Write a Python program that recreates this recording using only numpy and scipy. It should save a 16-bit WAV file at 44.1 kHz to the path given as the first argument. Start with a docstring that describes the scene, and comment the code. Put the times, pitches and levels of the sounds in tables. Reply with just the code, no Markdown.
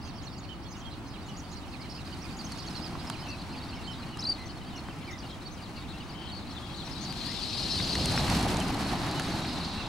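"""Thin peeps and a far twitter carry across a lagoon, over a steady distant roar like surf.
A large flock of sandpipers wheels well out from the stereo microphone, and one bird calls close by.
The whistled chirps thicken into a shrill chorus, then the flock sweeps low overhead at about 8 s:
hundreds of wings push air in a rush, feathers rustle, wing tips snap now and then,
and the draught buffets the microphone."""
import sys
import numpy as np
from scipy import signal
from scipy.fft import rfft, irfft
from scipy.io import wavfile
from scipy.ndimage import uniform_filter1d, map_coordinates

SR = 44100
rng = np.random.default_rng(int(sys.argv[2]) if len(sys.argv) > 2 else 0)


def log_audio(samples):
    """Write samples as a 16-bit WAV file to the path given in sys.argv[1]."""
    # one column per channel
    frames = np.atleast_2d(samples).T
    # limit to full scale, then quantise
    limited = np.clip(frames, -1, 1)
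    pcm = np.round(limited * 32767).astype(np.int16)
    wavfile.write(sys.argv[1], SR, pcm)


N = 435708
TIME = np.arange(N) / SR

# Levels are relative, ahead of each source's gain. Side is left level minus right level.
# spectrum of the far roar: f/Hz, level/dB
ROAR_SPECTRUM = [(20, -2.5), (55, 6), (85, 6), (120, 2.5), (220, 0.5), (330, -2), (420, -11.5), (560, -12),
                 (780, -14), (1200, -12.5), (1600, -23.5), (2400, -22), (5000, -33), (10000, -39.5),
                 (15000, -49)]
# likeness of the two channels for the roar: f/Hz, correlation (negative is opposite phase)
ROAR_CORRELATION = [(25, -0.77), (60, 0.12), (85, 0.53), (135, 1), (200, 0.89), (300, 0.99), (640, 0.3),
                    (1400, 0.31), (3100, -0.76), (7000, -0.77), (14000, .6)]
# the flock wheels twice far out, then sweeps past: t/s, air rush/dB, feather rustle/dB, chorus/dB
FLOCK_LEVELS = [(0, -53, -71.5, -58.5), (1.1, -52.5, -68.5, -63), (1.9, -52, -64.5, -63),
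                (2.6, -49.5, -61, -54.5), (3.05, -47, -60.5, -54.5), (3.8, -49.5, -64.5, -55),
                (4.8, -51, -65.5, -59.5), (5.6, -51.5, -64, -59), (6.25, -50.5, -66, -54.5),
                (6.9, -49.5, -62.5, -50), (7.35, -49.5, -57.5, -40.5), (7.8, -46.5, -53.5, -34),
                (8.1, -41, -49.5, -36), (8.32, -35.5, -45, -39), (8.6, -38, -50.5, -46.5),
                (9.15, -39.5, -54, -44), (9.5, -42, -56, -42), (9.88, -44.5, -61.5, -42.5)]
# the flock crosses from right to left and leaves straight ahead: t/s, side/dB
FLOCK_SIDE = [(0, -8), (1.9, -11.5), (2.9, -8.5), (3.6, -2.5), (5.6, 4), (6.3, 5.5), (7.2, 11), (8.34, 0.5),
              (9.88, 0.5)]
# Doppler shift as the flock comes and goes: t/s, pitch factor
FLOCK_DOPPLER = [(0, 1.066), (6.3, 0.93), (7.9, 1.017), (8.8, .98), (9.88, 0.96)]
# spectrum of the merged far voices: f/Hz, level/dB
SHRILL_SPECTRUM = [(1500, -43), (2500, -14), (3500, -8), (4150, -0.5), (4750, -7), (5400, -10), (6600, -18),
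                   (8700, -26), (12000, -54)]
# likeness of the two channels for those voices: f/Hz, correlation
SHRILL_CORRELATION = [(1000, 0.73), (14000, 0.82)]
# spectrum of the air pushed by the wings: f/Hz, level/dB
RUSH_SPECTRUM = [(20, -7), (70, -2.5), (190, 1), (330, -3.5), (430, -13.5), (560, -14.5), (780, -8.5),
                 (1200, -12.5), (1700, -17), (3000, -21), (5000, -47), (9000, -53), (15000, -65)]
# spectrum of the feathers: f/Hz, level/dB
RUSTLE_SPECTRUM = [(800, -9), (2000, 6.5), (3200, 8), (5000, 8), (7000, 1.5), (9000, 0.5), (12000, -6),
                   (14000, -14), (15500, -36)]
# likeness of the two channels for the wings: f/Hz, correlation
WING_CORRELATION = [(25, .3), (60, 0.99), (110, 1), (250, 1), (640, 0.89), (1400, 0.85), (3100, 0.36),
                    (7000, 0.69), (14000, 0.66)]
# spectrum of single wing strokes close by: f/Hz, level/dB
FLAP_SPECTRUM = [(250, -25), (480, -28), (660, 3), (850, 0), (1250, -16.5), (1800, -31), (3500, -38),
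                 (15000, -75)]
# high arched peeps of the nearer birds: t/s, length/s, mid-note f/Hz, level/dB, side/dB, warble depth/Hz
PEEP_NOTES = [(0.042, 0.063, 6450, -58, -5, 400), (0.148, 0.045, 5650, -56.5, -11, 200),
              (0.217, 0.057, 6740, -56.5, -6, 500), (0.268, 0.02, 4300, -47, -12, 0),
              (0.323, 0.03, 4620, -55, -11, 0), (0.365, 0.025, 4850, -54, -7, 0),
              (0.372, 0.039, 6960, -57.5, -7, 350), (0.43, 0.021, 5670, -64, -7, 0),
              (0.628, 0.025, 5700, -60, -11, 0), (0.68, 0.036, 6260, -60.0, -11, 0),
              (0.759, 0.067, 6650, -58, -1, 600), (1.07, 0.03, 6400, -60, -9, 0),
              (1.255, 0.054, 7200, -61, -9, 0), (1.363, 0.05, 6800, -51.5, -3, 500),
              (1.509, 0.042, 7000, -54.5, -4, 300), (1.569, 0.023, 4900, -56.0, -5, 0),
              (1.72, 0.04, 4550, -58, -6, 200), (1.803, 0.035, 4700, -51, -6, 400),
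              (1.891, 0.045, 5170, -47.5, -8, 400), (1.941, 0.043, 4900, -50.0, -6, 350),
              (2.056, 0.025, 5000, -51.5, -5, 0), (2.123, 0.022, 4740, -49.5, -10, 0),
              (2.215, 0.026, 5720, -51, -5, 0), (2.241, 0.023, 5000, -50.5, -11, 0),
              (2.33, 0.03, 4970, -55, -6, 0), (2.366, 0.03, 7150, -52.5, 0, 0),
              (2.386, 0.033, 4800, -45.5, -7, 0), (2.439, 0.036, 6430, -48, -4, 200),
              (2.502, 0.026, 5700, -58, -6, 0), (2.513, 0.03, 4470, -48.5, 2, 0),
              (2.572, 0.028, 6800, -54.5, -6, 0), (2.578, 0.039, 4870, -46, -7, 400),
              (2.663, 0.019, 6800, -53, -1, 0), (2.673, 0.017, 4500, -44.5, -1, 0),
              (2.748, 0.037, 4400, -43, -9, 150), (2.817, 0.06, 5180, -45.5, -10, 150),
              (3.006, 0.023, 5250, -55, -12, 0), (3.067, 0.018, 5400, -48, -2, 0),
              (3.28, 0.028, 5930, -50, -3, 0), (3.296, 0.05, 4500, -48, -6, 120),
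              (3.394, 0.035, 4670, -51, 1, 150), (3.476, 0.045, 4700, -61, 4, 0),
              (3.565, 0.033, 4680, -49.5, -1, 0), (3.62, 0.024, 4560, -49.5, 2, 0),
              (3.684, 0.028, 4700, -50.5, 3, 0), (3.748, 0.028, 5100, -58, 3, 0),
              (3.863, 0.038, 7600, -62, 3, 0), (4.019, 0.02, 4200, -50, -1, 0),
              (4.202, 0.026, 6400, -51, -4, 0), (4.332, 0.028, 4340, -49.0, 4, 0),
              (4.451, 0.036, 6220, -54.5, 9, 0), (4.485, 0.04, 4580, -51, 8, 300),
              (4.752, 0.037, 6060, -53, -1, 400), (4.775, 0.029, 4400, -50.0, -3, 0),
              (5.106, 0.02, 5720, -51.0, 12, 0), (5.13, 0.016, 3690, -51, 9, 0),
              (5.175, 0.039, 5350, -51, -1, 450), (5.255, 0.02, 4700, -53.5, 1, 0),
              (5.305, 0.019, 4100, -52, -1, 0), (5.452, 0.037, 4530, -47.5, -7, 0),
              (5.505, 0.06, 6260, -57.5, 11, 300), (5.623, 0.026, 4800, -52, -2, 0),
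              (5.756, 0.044, 4500, -52, -1, 300), (6.09, 0.032, 4660, -52, 13, 0),
              (6.315, 0.03, 4530, -46.5, -3, 2), (6.343, 0.028, 4650, -50, 12, 0),
              (6.366, 0.032, 4560, -48.5, 10, 0), (6.846, 0.041, 5720, -52, 12, 300),
              (6.91, 0.033, 5300, -47, 14, 200), (7.004, 0.061, 6570, -49.5, 9, 298),
              (7.036, 0.037, 4550, -45, -4, 0), (7.084, 0.042, 4780, -43.0, 7, -2),
              (7.244, 0.029, 4630, -40.5, 12, 0), (7.295, 0.028, 5300, -44.0, 10, 0),
              (7.389, 0.026, 4650, -51, 12, 0), (7.418, 0.033, 4650, -39.5, 12, 0),
              (8.17, 0.024, 5450, -38, 10, 0), (9.28, 0.028, 6500, -53, -1, 0)]
# their lower, slurred notes: t/s, length/s, mid-note f/Hz, level/dB, side/dB, half the fall as a share of f
SLUR_NOTES = [(0.484, 0.059, 3080, -47.5, -13, 0.04), (0.845, 0.052, 3290, -50.5, -14, 0.014),
              (1.28, 0.047, 3000, -52.5, -4, 0.029), (1.978, 0.023, 2880, -52.5, -4, 0.02),
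              (3.128, 0.033, 2750, -48.5, -11, 0.18), (3.219, 0.054, 3060, -52, -1, 0.05),
              (3.255, 0.11, 2700, -49, 12, 0.04), (3.524, 0.04, 2580, -53, -2, 0.15),
              (3.725, 0.029, 3050, -50.0, 2, -0.12), (3.765, 0.028, 2300, -51.5, 2, 0.02),
              (3.869, 0.058, 3100, -44, -10, 0.024), (4.117, 0.044, 2970, -51, 3, 0.043),
              (4.371, 0.1, 2060, -53, 3, 0.021), (4.61, 0.026, 3060, -53.0, 4, 0.026),
              (4.722, 0.075, 2970, -53.0, 1, 0.05), (4.884, 0.035, 3050, -54, -2, 0.12),
              (5.074, 0.036, 2310, -46, -5, 0.077), (5.122, 0.043, 2070, -49.0, -3, 0.024),
              (5.228, 0.035, 2930, -53, 5, 0.028), (5.295, 0.066, 3270, -54.5, 2, -0.0078),
              (6.002, 0.033, 2790, -52.0, -4, 0.14), (6.131, 0.21, 3090, -49.5, 11, 0),
              (6.563, 0.026, 3550, -45.0, 11, 0.09), (6.61, 0.15, 3340, -52.0, 12, 0.011),
              (7.28, 0.05, 1980, -49.5, 0, -0.08), (8.603, 0.025, 2970, -41.0, -3, 0.09),
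              (9.152, 0.046, 3000, -45, -4, 0), (9.775, 0.052, 2760, -45.5, -9, 0.04)]
# snaps and knocks, as of wing tips clapping or touching water: t/s, body/dB, body f/Hz, bright edge/dB
WING_SNAPS = [(2.5206, -45, 1630, -38), (2.952, -31, 1060, -59), (3.0995, -25.5, 2140, -28),
              (4.172, -37, 1360, -39), (4.885, -31, 1360, -51), (7.125, -34, 2410, -40),
              (7.551, -35, 850, -58), (7.8, -25.5, 1900, -55), (7.9533, -23.5, 2710, -30),
              (8.057, -33, 2950, -21), (8.076, -38, 2200, -45), (8.118, -29, 2300, -36),
              (8.1224, -38, 2780, -29), (8.1763, -19, 2410, -40), (8.2515, -38, 2000, -33),
              (8.2803, -24.5, 1786, -34), (8.2995, -28, 1978, -26), (8.41, -35, 2000, -32),
              (8.428, -40, 2090, -28), (8.458, -34, 2200, -35), (8.5148, -40, 2000, -35),
              (8.532, -42, 2000, -33), (8.544, -41, 1220, -29), (8.57, -38, 2036, -28),
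              (8.6016, -30, 3000, -26.5), (8.685, -33, 1800, -37), (8.7448, -38, 1790, -35),
              (8.8086, -40, 1800, -36), (9.113, -38, 1250, -31), (9.1967, -25, 1800, -28.5),
              (9.2207, -38, 2000, -35), (9.235, -38, 2000, -38), (9.31, -31.5, 2200, -44),
              (9.449, -31, 2200, -48)]
# run-on syllables of the bird close to the microphone: t/s, top f/Hz, level/dB, rasp 0-1
NEAR_SYLLABLES = [(4.19, 5050, -35, 0.4), (4.202, 5450, -40, 0.86), (4.213, 4600, -43, .5),
                  (4.223, 4080, -35.5, .25), (4.236, 4950, -34.5, 0.36), (4.248, 4220, -30.5, 0.2),
                  (4.263, 4700, -29.5, 0.15), (4.286, 4780, -25, 0.02), (4.314, 4680, -28, 0.1)]
# spectrum of the draught on the microphone: f/Hz, level/dB
DRAUGHT_SPECTRUM = [(20, -22), (50, -2), (110, -0.5), (250, -8), (450, -13), (700, -19.5), (2000, -51)]


def amp(db):
    """Decibels to gain."""
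    return 10 ** (np.asarray(db) / 20)


def unit(x):
    """Scales to rms 1."""
    return x / np.sqrt(np.mean(x ** 2) + 1e-20)


def read(points, hz):
    """A spectrum table read on a log-frequency axis."""
    f, value = np.transpose(points)
    return np.interp(np.log(hz + 1), np.log(f), value)


def follow(table, t, column=1):
    """One column of a curve table at the times t."""
    rows = np.array(table)
    return np.interp(t, rows[:, 0], rows[:, column])


def add(mix, s, sound):
    """Mixes a stereo sound in at time s."""
    part = mix[:, max(round(s * SR), 0):][:, :sound.shape[1]]
    part += sound[:, :part.shape[1]]


def pan(side_db):
    """Left and right gains for a level difference; positive is to the left."""
    return amp(np.array([[.5], [-.5]]) * side_db)


def wobble(size, hz):
    """A random curve that takes a new course hz times a second."""
    knots = rng.standard_normal(size // 8 + 2)
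    return np.interp(np.arange(size) * hz / SR, np.arange(len(knots)), knots)


def noise():
    """Two unrelated channels of white noise."""
    return rng.standard_normal((2, N))


def colour(pair, spectrum, correlation=WING_CORRELATION):
    """Gives two unrelated signals a spectrum and the correlation of the microphone pair, at rms 1."""
    hz = np.fft.rfftfreq(N, 1 / SR)
    same = np.clip(read(correlation, hz), -1, 1)
    mid, side = rfft(pair) * np.sqrt([1 + same, 1 - same]) * amp(read(spectrum, hz))
    return unit(irfft(np.array([mid + side, mid - side]), N))


def distant_roar(level_db=-43.0):
    """A steady low roar, like far surf."""
    return colour(noise(), ROAR_SPECTRUM, ROAR_CORRELATION) * amp(level_db)


def whistle(hz, side_db, overtone_db=-27, lead_rad_per_db=0.093):
    """A syrinx tone with a weak octave; it reaches the nearer microphone a little earlier."""
    phase = 2 * np.pi * np.cumsum(hz) / SR + np.array([[.5], [-.5]]) * lead_rad_per_db * side_db
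    return np.sqrt(2) * pan(side_db) * (np.sin(phase) + amp(overtone_db) * np.sin(2 * phase))


def far_calls(per_s, centre_hz, spread, arch, length_s, distance_db, quaver=0.0267, candidates=12000):
    """Arched, quavering, mostly falling chirps at random times and distances, at rms 1."""
    out = np.zeros((2, N))
    unsteady = 1 + quaver * wobble(2 * N, 350)
    timings, birds = rng.random((candidates, 3)), rng.standard_normal((candidates, 5))
    for (when, chance, span), (pitch, bend, fall, nearness, side) in zip(timings, birds):
        at = int(when * N)
        if chance * candidates > per_s[at] * N / SR:  # thin out to per_s calls a second
            continue
        hz = centre_hz * follow(FLOCK_DOPPLER, TIME[at]) * np.exp(spread * pitch)
        u = np.linspace(-1, 1, int(length_s * (.5 + span) * SR))
        glide = 1 + arch * (0.31 + abs(bend)) * (1 / 4 - u ** 2) - arch * (0.343 + 0.567 * fall) * u
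        glide *= unsteady[int(span * N):][:len(u)]
        voice = whistle(hz * glide, follow(FLOCK_SIDE, TIME[at]) + 4 * side, overtone_db=-18)
        gain = amp(distance_db * np.clip(nearness, -2, 1.5)) / np.sqrt(per_s[at])
        add(out, TIME[at] - length_s / 2, voice * (1 - u ** 4) * gain)
    return unit(out)


def shrill_band(level_db=-2.0, shimmer_db=2.6, width=0.7):
    """Hundreds of far voices merge into one shimmering band, Doppler-shifted as the flock moves."""
    band = colour(noise(), SHRILL_SPECTRUM, SHRILL_CORRELATION)
    position = np.cumsum(follow(FLOCK_DOPPLER, TIME))
    shifted = np.array([map_coordinates(side, [position], order=3, mode="mirror") for side in band])
    return shifted * pan(width * follow(FLOCK_SIDE, TIME)) * amp(level_db + shimmer_db * wobble(N, 120))


def chorus(twitter_db=-57.5, sparse_per_s=60, dense_per_s=400):
    """Birds far over the water call at random; as they near, their voices merge into a shrill band."""
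    level_db = follow(FLOCK_LEVELS, TIME, column=3)
    crowd = np.interp(level_db, [-57, -45], [0, 1])
    per_s = sparse_per_s * (dense_per_s / sparse_per_s) ** crowd
    high = far_calls(per_s, centre_hz=4286, spread=.08, arch=.1034, length_s=.033, distance_db=6.5)
    low = far_calls(per_s * .46, centre_hz=2963, spread=.13, arch=.136, length_s=.055, distance_db=3.5)
    strays = far_calls(per_s * .5, centre_hz=4490, spread=.16, arch=.25, length_s=.027, distance_db=1)
    separate = high * amp(1.8 + 1.2 * crowd) + low * amp(-7 - 2.2 * crowd) + strays * amp(-8)
    # a faint twitter of all pitches goes on throughout
    twitter = far_calls(np.full(N, 75), centre_hz=3306, spread=.24, arch=.17, length_s=.035,
                        distance_db=7.5)
    merged = np.interp(crowd, [0, 1], [.22, .64])
    voices = np.sqrt(1 - merged) * separate + np.sqrt(merged) * shrill_band()
    return amp(level_db) * voices + amp(twitter_db) * twitter


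def shore(x, t60_s, wet_db):
    """The lagoon's water and banks scatter a thin, short tail."""
    t = np.arange(SR // 2) / SR
    tail = rng.standard_normal((2, len(t))) * amp(-60 * t / t60_s)
    return x + amp(wet_db) * signal.fftconvolve(x, tail / np.linalg.norm(tail[0]), axes=1)[:, :N]


def wings(rush_db=7, rustle_db=7, flick_db=-2, flicks_per_s=500, size_db=4.5, flutter_db=2.5):
    """Wing strokes push air in a low rush; the feathers hiss and flick."""
    beats = wobble(N, 40)
    rush = colour(noise(), RUSH_SPECTRUM) * amp(follow(FLOCK_LEVELS, TIME) + rush_db + beats)
    feather_db = follow(FLOCK_LEVELS, TIME, column=2)
    closeness = np.interp(feather_db, [-64, -48], [.55, 1])
    # each flick is a millisecond puff of noise; single ones stand out near the microphone
    onsets = rng.random(N) < flicks_per_s / SR
    flicks = onsets * amp(size_db * closeness * np.minimum(rng.exponential(1, N), 3.8))
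    puffs = signal.lfilter([1], [1, -np.exp(-1 / (0.00026 * SR))], flicks) * noise()
    hiss = colour(noise(), RUSTLE_SPECTRUM)
    hiss *= amp(rustle_db + flutter_db * closeness * (beats + wobble(N, 160)))
    feathers = (hiss + amp(flick_db) * colour(puffs, RUSTLE_SPECTRUM)) * amp(feather_db)
    return rush + feathers * pan(0.18 * follow(FLOCK_SIDE, TIME))


def flaps(gain_db=-3.2, per_s=90, size_db=3.0, stroke_s=0.01):
    """The nearest wing strokes arrive one by one, as soft puffs that flutter through the rush."""
    rush_db = follow(FLOCK_LEVELS, TIME)
    closeness = np.interp(rush_db, [-50, -39], [.4, 1])
    strokes = (rng.random(N) < per_s / SR) * amp(size_db * np.minimum(rng.exponential(1, N), 3))
    puffs = signal.oaconvolve(strokes, np.hanning(int(stroke_s * SR)), "same") * noise()
    return colour(puffs, FLAP_SPECTRUM) * closeness * amp(rush_db + gain_db)


def chirp(length_s, hz, arch, fall, warble_hz, side_db, trill_hz=60, jitter=0.016, flutter_db=2.5):
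    """One arched, unevenly warbling note at rms 1; a reflection off the water roughens it."""
    u = np.linspace(0, 1, max(int(length_s * SR), 64))
    from_middle = 2 * u - 1
    glide = hz * (1 - arch * from_middle ** 2 - fall * from_middle)
    knots = rng.standard_normal((3, 96))
    pitch_drift, level_drift, pace = (np.interp(u * length_s * 400, np.arange(96), k) for k in knots)
    trill = warble_hz * np.sin(2 * np.pi * (np.cumsum(trill_hz * (1 + 0.303 * pace)) / SR + rng.random()))
    swell = signal.windows.tukey(len(u), .3) * amp(flutter_db * level_drift)
    rasp = 0.55 * warble_hz * wobble(len(u), 1200)  # calls that warble widely also rasp
    direct = swell * whistle((glide + trill + rasp) * (1 + jitter * pitch_drift), side_db)
    lag = int(SR * rng.uniform(0.0024, 0.0042))
    reflected = 0.24 * np.pad(direct, ((0, 0), (lag, 0)))
    return unit(np.pad(direct, ((0, 0), (0, lag))) + reflected)


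def single_birds(common_hz=4675, slur_s=0.0414, slur_db=-0.5):
    """Peeps and slurs from the near side of the flock, each bird in its own place."""
    out = np.zeros((2, N))
    for s, length_s, hz, db, side_db, warble_hz in PEEP_NOTES:
        arch = 0.119 + 0.5 * max(1 - common_hz / hz, 0)  # steeper above the common pitch
        add(out, s, amp(db) * chirp(length_s, hz, arch, 0.049, warble_hz, side_db))
    for s, length_s, hz, db, side_db, fall in SLUR_NOTES:
        arch = 0.071 * slur_s / length_s  # longer slurs are held flatter
        warble_hz = 32 * np.sqrt(length_s / slur_s)
        add(out, s, amp(db + slur_db) * chirp(length_s, hz, arch, fall, warble_hz, side_db))
    return out


def snaps(edge_hz=7800, body_decay_s=0.0017, edge_decay_s=0.0006, echo_s=0.0017, echo=0.51):
    """Cracks with a dull body and a bright edge, each repeated at once by the water surface."""
    t = np.arange(700) / SR
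    out = np.zeros((2, N))
    for s, body_db, body_hz, edge_db in WING_SNAPS:
        place = pan(follow(FLOCK_SIDE, s))
        for hz, db, fade_s in (body_hz, body_db + 1, body_decay_s), (edge_hz, edge_db + 5, edge_decay_s):
            shape = np.exp(-t / fade_s) + echo * (t > echo_s) * np.exp(-abs(t - echo_s) / fade_s)
            band = signal.butter(2, [hz * 0.48, hz * 1.32], "bandpass", fs=SR)
            crack = signal.lfilter(*band, shape * rng.standard_normal(len(t)))
            add(out, s, amp(db) * place * crack / abs(crack).max())
    air = signal.butter(3, 10800, fs=SR)
    return signal.lfilter(*air, out)


def near_bird(end_s=4.332, arch=0.082, dip_db=-12, rasp_hz=450, fifth_db=-35, side_db=2):
    """Close to the microphone, a rasp clears into a wavering whistle with a faint fifth above."""
    starts, top_hz, level_db, roughness = np.transpose(NEAR_SYLLABLES)
    t = np.arange(starts[0], end_s, 1 / SR)
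    progress = np.interp(t, np.append(starts, end_s), np.arange(len(starts) + 1))
    syllable = np.minimum(progress.astype(int), len(starts) - 1)
    edge = (2 * (progress - syllable) - 1) ** 2  # pitch and level sag at each syllable's ends
    rasp = roughness[syllable]
    glide = uniform_filter1d(top_hz[syllable] * (1 - arch * edge), size=220)
    hz = glide + rasp_hz * rasp * wobble(len(t), 1500)
    voice = whistle(hz, side_db, overtone_db=-30 + 8.1 * rasp)
    voice += amp(fifth_db) * whistle(1.5 * hz, side_db)
    swell = uniform_filter1d(amp(level_db[syllable] + dip_db * edge), size=64, mode="constant")
    out = np.zeros((2, N))
    add(out, t[0], voice * swell)
    return out


def draught(level_db=-33.0, hold_from_s=8.02, hold_to_s=8.47, rise_db_per_s=22.5, fall_db_per_s=37):
    """Air driven ahead of the flock buffets the microphone, holds while it is overhead, and dies away."""
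    away_db = np.maximum(rise_db_per_s * (hold_from_s - TIME), fall_db_per_s * (TIME - hold_to_s))
    return colour(noise(), DRAUGHT_SPECTRUM) * amp(level_db - np.maximum(away_db, 0))


def scene():
    """Voices and wings over the lagoon; the close bird carries less echo than the flock."""
    flock = shore(single_birds() + chorus(), t60_s=0.26, wet_db=-9.5)
    close_call = shore(near_bird(), t60_s=0.21, wet_db=-20)
    return flock + close_call + wings() + flaps() + draught() + snaps() + distant_roar()


def record(dry, whine_hz=15734, whine_db=-81, cutoff_hz=15850):
    """The camera adds its faint whine to the microphone signal and limits the band."""
    whine = np.sqrt(2) * amp(whine_db) * np.sin(2 * np.pi * whine_hz * TIME)
    low_pass = signal.firwin(1023, cutoff_hz, window=("kaiser", 9), fs=SR)
    return signal.oaconvolve(dry + whine, low_pass[None], "same", axes=1)


dry = scene()
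out = record(dry)
log_audio(out)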